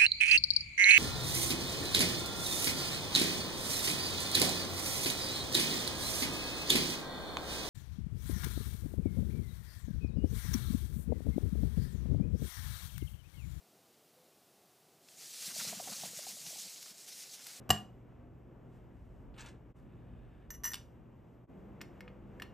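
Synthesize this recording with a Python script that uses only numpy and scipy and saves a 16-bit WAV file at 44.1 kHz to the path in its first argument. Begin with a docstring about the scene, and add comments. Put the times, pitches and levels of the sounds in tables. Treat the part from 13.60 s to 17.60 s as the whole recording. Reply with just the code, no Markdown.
"""A quiet field of tall dry grass, in mono, with three dogs standing ahead of the microphone.
Open air murmurs and hisses; two stalks crack faintly, with a brief far-off tone between them.
At 1.4 s the dogs bolt: stems swish and crackle along their bodies and more stalks crack.
From about 1.9 s their paws drum on the dry ground and crunch through tufts. After 3 s the
footfalls thin out as they run off, and the grass rustles on to the end."""
import sys
import numpy as np
from scipy import signal
from scipy.fft import rfft, irfft, next_fast_len
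from scipy.io import wavfile
from scipy.ndimage import uniform_filter1d, map_coordinates

SR = 44100
rng = np.random.default_rng(int(sys.argv[2]) if len(sys.argv) > 2 else 0)


def output_pcm(signal):
    """Save a mono or channel-first signal as 16-bit PCM at the path in sys.argv[1].

    Samples are clipped to [-1, 1] before scaling.
    """
    pcm = np.clip(np.atleast_2d(signal).T, -1, 1) * 32767
    wavfile.write(sys.argv[1], SR, np.round(pcm).astype(np.int16))


N = 176400


def amp(db):
    """Decibels to gain."""
    return 10 ** (np.asarray(db) / 20)


def unit(x):
    """Scale to rms 1."""
    return x / np.sqrt(np.mean(x ** 2) + 1e-20)


def curve(rows, column=1):
    """One column of a timed table, one value per sample."""
    rows = np.asarray(rows)
    return np.interp(np.arange(N) / SR, rows[:, 0], rows[:, column])


def wobble(rate):
    """A smooth random curve, rate knots a second."""
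    return map_coordinates(rng.standard_normal(int(N * rate / SR) + 4), [np.arange(N) * rate / SR])


def filtered(x, response):
    """x through a gain that depends on frequency."""
    size = next_fast_len(N + SR // 2)
    return irfft(rfft(x, size) * response(np.fft.rfftfreq(size, 1 / SR)), size)[..., :N]


def coloured(x, spectrum):
    """x through a spectrum (f/Hz, level/dB), at rms 1."""
    f, db = np.transpose(spectrum)
    return unit(filtered(x, lambda hz: amp(np.interp(np.log(hz + 1), np.log(f + 1), db))))


def noise(spectrum):
    """Fresh noise with a given spectrum."""
    return coloured(rng.standard_normal(N), spectrum)


def ticks(per_s, spread_db):
    """Random impulses, many weak and a few strong."""
    size = amp(spread_db * np.minimum(rng.exponential(size=N), 4))
    return (rng.random(N) < per_s / SR) * size * rng.choice([-1, 1], N)


def since(s):
    """Seconds elapsed since s, zero before it."""
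    return np.maximum(np.arange(N) / SR - s, 0)


def swell(t, rise_s, steep):
    """An envelope that peaks at 1 after rise_s, then dies away."""
    u = t / rise_s
    return (u * np.exp(1 - u)) ** steep


def add(track, s, sound):
    """Mix a short sound into the track at s."""
    part = track[round(s * SR):][:len(sound)]
    part += sound[:len(part)]


def air():
    """The low murmur of the open field wavers under a steady hiss."""
    # open air: f/Hz, level/dB
    spectrum = [(25, -37), (45, -30), (88, -18.5), (135, -7.5), (190, -7.5), (280, -7.5), (375, -5.5),
                (480, -7.5), (560, -9), (720, -6), (930, -15), (1200, -15), (1700, -19.5), (4600, -18),
                (8000, -20), (15200, -21)]
    steady = noise(spectrum)
    murmur = filtered(steady, lambda hz: 1 / (1 + (hz / 1000) ** 4))
    hiss = steady - murmur
    return amp(-66) * (hiss + amp(0.77 * wobble(10)) * murmur)


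def stalk_and_grass_bursts():
    """Stalks crack sharply; the longer burst at 1.82 s is a brief swell of brushed grass."""
    # stalk cracks and the grass swell: t/s, level/dB, time to fall 20 dB/s, muffled above f/Hz
    bursts = [(.341, -61, .02, 7000), (.95, -70, .02, 6000), (1.486, -42.5, 0.0069, 4500),
              (1.743, -38.5, 0.0054, 9000), (1.821, -42, 0.064, 7500), (2.151, -44, 0.0047, 12000),
              (2.327, -54, .01, 7000), (2.459, -41, 0.016, 12000), (2.864, -37, 0.0077, 9000),
              (3.227, -40, 0.0076, 15000), (3.300, -52, 0.04, 15000), (3.736, -47, 0.043, 7000),
              (3.868, -37, 0.0094, 15000)]
    # colour of the bursts: f/Hz, level/dB
    spectrum = [(40, -60), (300, -28), (1200, -9), (2500, -1.5), (5000, 2.5), (8000, -5.5), (15000, 2)]
    out, t = np.zeros(N), np.arange(SR // 8) / SR
    bright = noise(spectrum)
    attack = 1 - np.exp(-t / 0.00033)
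    for k, (s, db, decay_s, hz) in enumerate(bursts):
        burst = bright[k * len(t):][:len(t)] * attack * amp(db - 20 * t / decay_s)
        add(out, s, signal.lfilter(*signal.butter(2, hz, fs=SR), burst))
    return out


def far_tone():
    """One faint, brief tone carries from far away."""
    t, hz = since(.55), 505
    return amp(-65) * swell(t, rise_s=.035, steep=1.6) * np.sin(2 * np.pi * hz * t + .5 * wobble(52.2))


def brushed_grass():
    """Blades slide along the dogs as a swish, while countless dry stems tick against each other."""
    # brushing by the running dogs: t/s, level/dB
    brushing = [(1.4, -61), (1.47, -62.5), (1.49, -61), (1.56, -60), (1.61, -51.5), (1.72, -50),
                (1.87, -42), (1.93, -45.5), (2.0, -40), (2.09, -41.5), (2.13, -47.5), (2.47, -44),
                (2.51, -50), (2.59, -44.5), (2.66, -49.5), (2.69, -45.5), (2.81, -50), (2.88, -45.5),
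                (2.98, -49.5), (2.99, -45.5), (3.2, -52.5), (3.31, -52), (3.33, -58.5), (3.41, -54),
                (3.46, -57), (3.49, -47), (3.51, -52), (3.59, -48.5), (3.71, -54.5), (3.74, -47.5),
                (3.77, -55), (3.88, -51), (3.98, -52), (4.0, -55)]
    # lower rustle: t/s, unused level/dB, level relative to the brushing/dB
    rustling = [(1.52, -58, -6.5), (1.85, -44, -12), (2.06, -41, -8.5), (2.13, -48, -5), (2.47, -45, -10.5),
                (2.49, -47, -9), (3.05, -48, -10), (3.36, -56, -5), (3.6, -49, -8.5), (3.71, -55, -8.5),
                (3.74, -47, -13), (3.78, -55, -1), (3.87, -50, -2.5), (4.0, -54, -4.5)]
    # blades and stems: f/Hz, level/dB
    bright = [(40, -70), (200, -48), (900, -47), (1700, -15), (2500, -11), (3400, -7), (4400, -2),
              (5800, 0), (7300, -0.74), (9000, -4.5), (11500, -7.5), (15200, -12.5)]
    # lower rustle: f/Hz, level/dB
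    low = [(40, -60), (150, -27), (450, -5), (1000, -7.5), (1400, -3.5), (1800, -4), (2150, -0.5),
           (3200, -1), (4500, -2), (8000, -18)]
    fade_in = np.clip(since(brushing[0][0]) / 0.11, 0, 1)
    effort = fade_in * amp(curve(brushing) + .3 * wobble(45))
    swish = amp(-1.5 + 0.82 * wobble(25.24)) * noise(bright)
    crackle = amp(-5 + 1.86 * wobble(90)) * coloured(ticks(per_s=7000, spread_db=3.5), bright)
    rustle_db = -4.5 + curve(rustling, column=2) + 2 * wobble(40)
    rustle = amp(rustle_db) * coloured(ticks(per_s=3000, spread_db=3.6), low)
    # each tuft colours the swish a little differently
    spectra = signal.stft(swish + crackle + rustle, SR, nperseg=512)[2]
    patches = uniform_filter1d(rng.standard_normal(spectra.shape), size=9, axis=0)
    patch_db = 1.24 * unit(uniform_filter1d(patches, size=7, axis=1))
    return effort * signal.istft(spectra * amp(patch_db), SR, nperseg=512)[1][:N]


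def patter():
    """The lighter steps merge into an uneven rumble of the ground."""
    # light steps: t/s, level/dB
    steps = [(1.7, -89), (1.9, -67.5), (2.1, -60), (2.35, -61.5), (2.6, -67.5), (3.0, -71.5), (3.4, -77.5),
             (4, -72)]
    # dry ground: f/Hz, level/dB
    ground = [(30, -45), (70, -26), (120, 1), (200, 3), (290, -3), (360, -10.5), (650, -4), (1000, -9.5),
              (2500, -33.5)]
    return amp(curve(steps) + 3.4 * wobble(29.69)) * noise(ground)


def landing_thuds():
    """The dogs' weight lands on the ground in low thuds."""
    # landings: t/s, relative peak level/dB, f/Hz
    thuds = [(1.875, -50, 185), (1.913, -55, 233), (1.981, -53, 167), (2.013, -47.5, 215),
             (2.068, -50, 153), (2.092, -54, 199), (2.122, -48, 205), (2.168, -44.5, 200),
             (2.198, -59, 140), (2.269, -53, 180), (2.315, -46, 204), (2.413, -68, 170), (2.434, -47, 183),
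             (2.457, -49.5, 157), (2.494, -56, 150), (2.527, -54, 193), (2.571, -51.5, 160),
             (2.634, -60, 222), (2.723, -54.5, 197), (2.748, -60, 240), (2.806, -55, 152),
             (2.866, -54, 162), (2.993, -59, 193), (3.307, -58, 210)]
    out, t = np.zeros(N), np.arange(SR // 10) / SR
    envelope = swell(t, rise_s=.008, steep=2.5)
    for (s, db, hz), phase in zip(thuds, rng.random(len(thuds))):
        add(out, s, amp(db - 2.1) * envelope * np.sin(2 * np.pi * (hz * t + phase)))
    return out


def crunching_tufts():
    """A tuft gives way under a paw in a cluster of cracks."""
    # trampled tufts: t/s, level/dB, length/s
    crunches = [(1.895, -55, 0.03), (1.99, -45.5, 0.026), (2.062, -54.5, 0.027), (2.189, -53, 0.013),
                (2.273, -52, 0.013), (2.311, -53.5, 0.033), (2.62, -59, 0.024), (3.253, -59, 0.017),
                (3.855, -58, 0.017)]
    # a crushed tuft: f/Hz, level/dB
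    spectrum = [(40, -60), (200, -26), (700, -2.5), (1400, 8), (1850, 3), (2200, 3.5), (4500, -4),
                (9000, -18.5), (15000, -22)]
    crush, t = np.zeros(N), np.arange(SR // 8) / SR
    for s, db, length_s in crunches:
        add(crush, s, amp(db) * swell(t, rise_s=length_s / 2, steep=3))
    return crush * coloured(ticks(per_s=4000, spread_db=3.9), spectrum)


def paw_knocks():
    """A paw strikes the ground with a hollow, heavily damped knock and a scuff of soil."""
    # paw strikes: t/s, relative peak level/dB, f/Hz
    knocks = [(1.961, -46, 627), (2.046, -49, 570), (2.126, -37.5, 680), (2.198, -36.5, 696),
              (2.220, -49, 560), (2.273, -43.5, 766), (2.281, -46, 703), (2.297, -50, 584),
              (2.320, -50.5, 704), (2.360, -53, 536), (2.433, -39.5, 725), (2.453, -49, 593),
              (2.530, -50.5, 500), (2.588, -44, 608), (2.666, -44, 745), (2.768, -53, 590),
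              (2.862, -54, 780), (2.904, -52.5, 680), (2.926, -49.5, 626), (2.956, -54, 800),
              (2.977, -56, 720)]
    # soil under a paw: f/Hz, level/dB
    soil = [(40, -55), (150, -23), (450, -2), (800, 0), (1300, -7.5), (2000, -15), (6000, -40)]
    out, scuff, t = np.zeros(N), np.zeros(N), np.arange(SR // 10) / SR
    rise_s = 0.0039
    for (s, db, hz), phase in zip(knocks, rng.random(len(knocks))):
        add(out, s, amp(db - 1) * swell(t, rise_s, steep=2.46) * np.sin(2 * np.pi * (hz * t + phase)))
        add(scuff, s, amp(db - 12.5) * swell(t, rise_s, steep=1.3))
    return out + scuff * noise(soil)


def scene():
    """Everything lies straight ahead of the microphone, the same in both channels."""
    mono = air() + stalk_and_grass_bursts() + far_tone() + brushed_grass()
    mono += patter() + landing_thuds() + crunching_tufts() + paw_knocks()
    return np.array([mono, mono])


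def record(dry):
    """The camera's microphone channels keep nothing above their band limit."""
    return filtered(dry, lambda hz: hz < 15330)


dry = scene()
out = record(dry)
output_pcm(out)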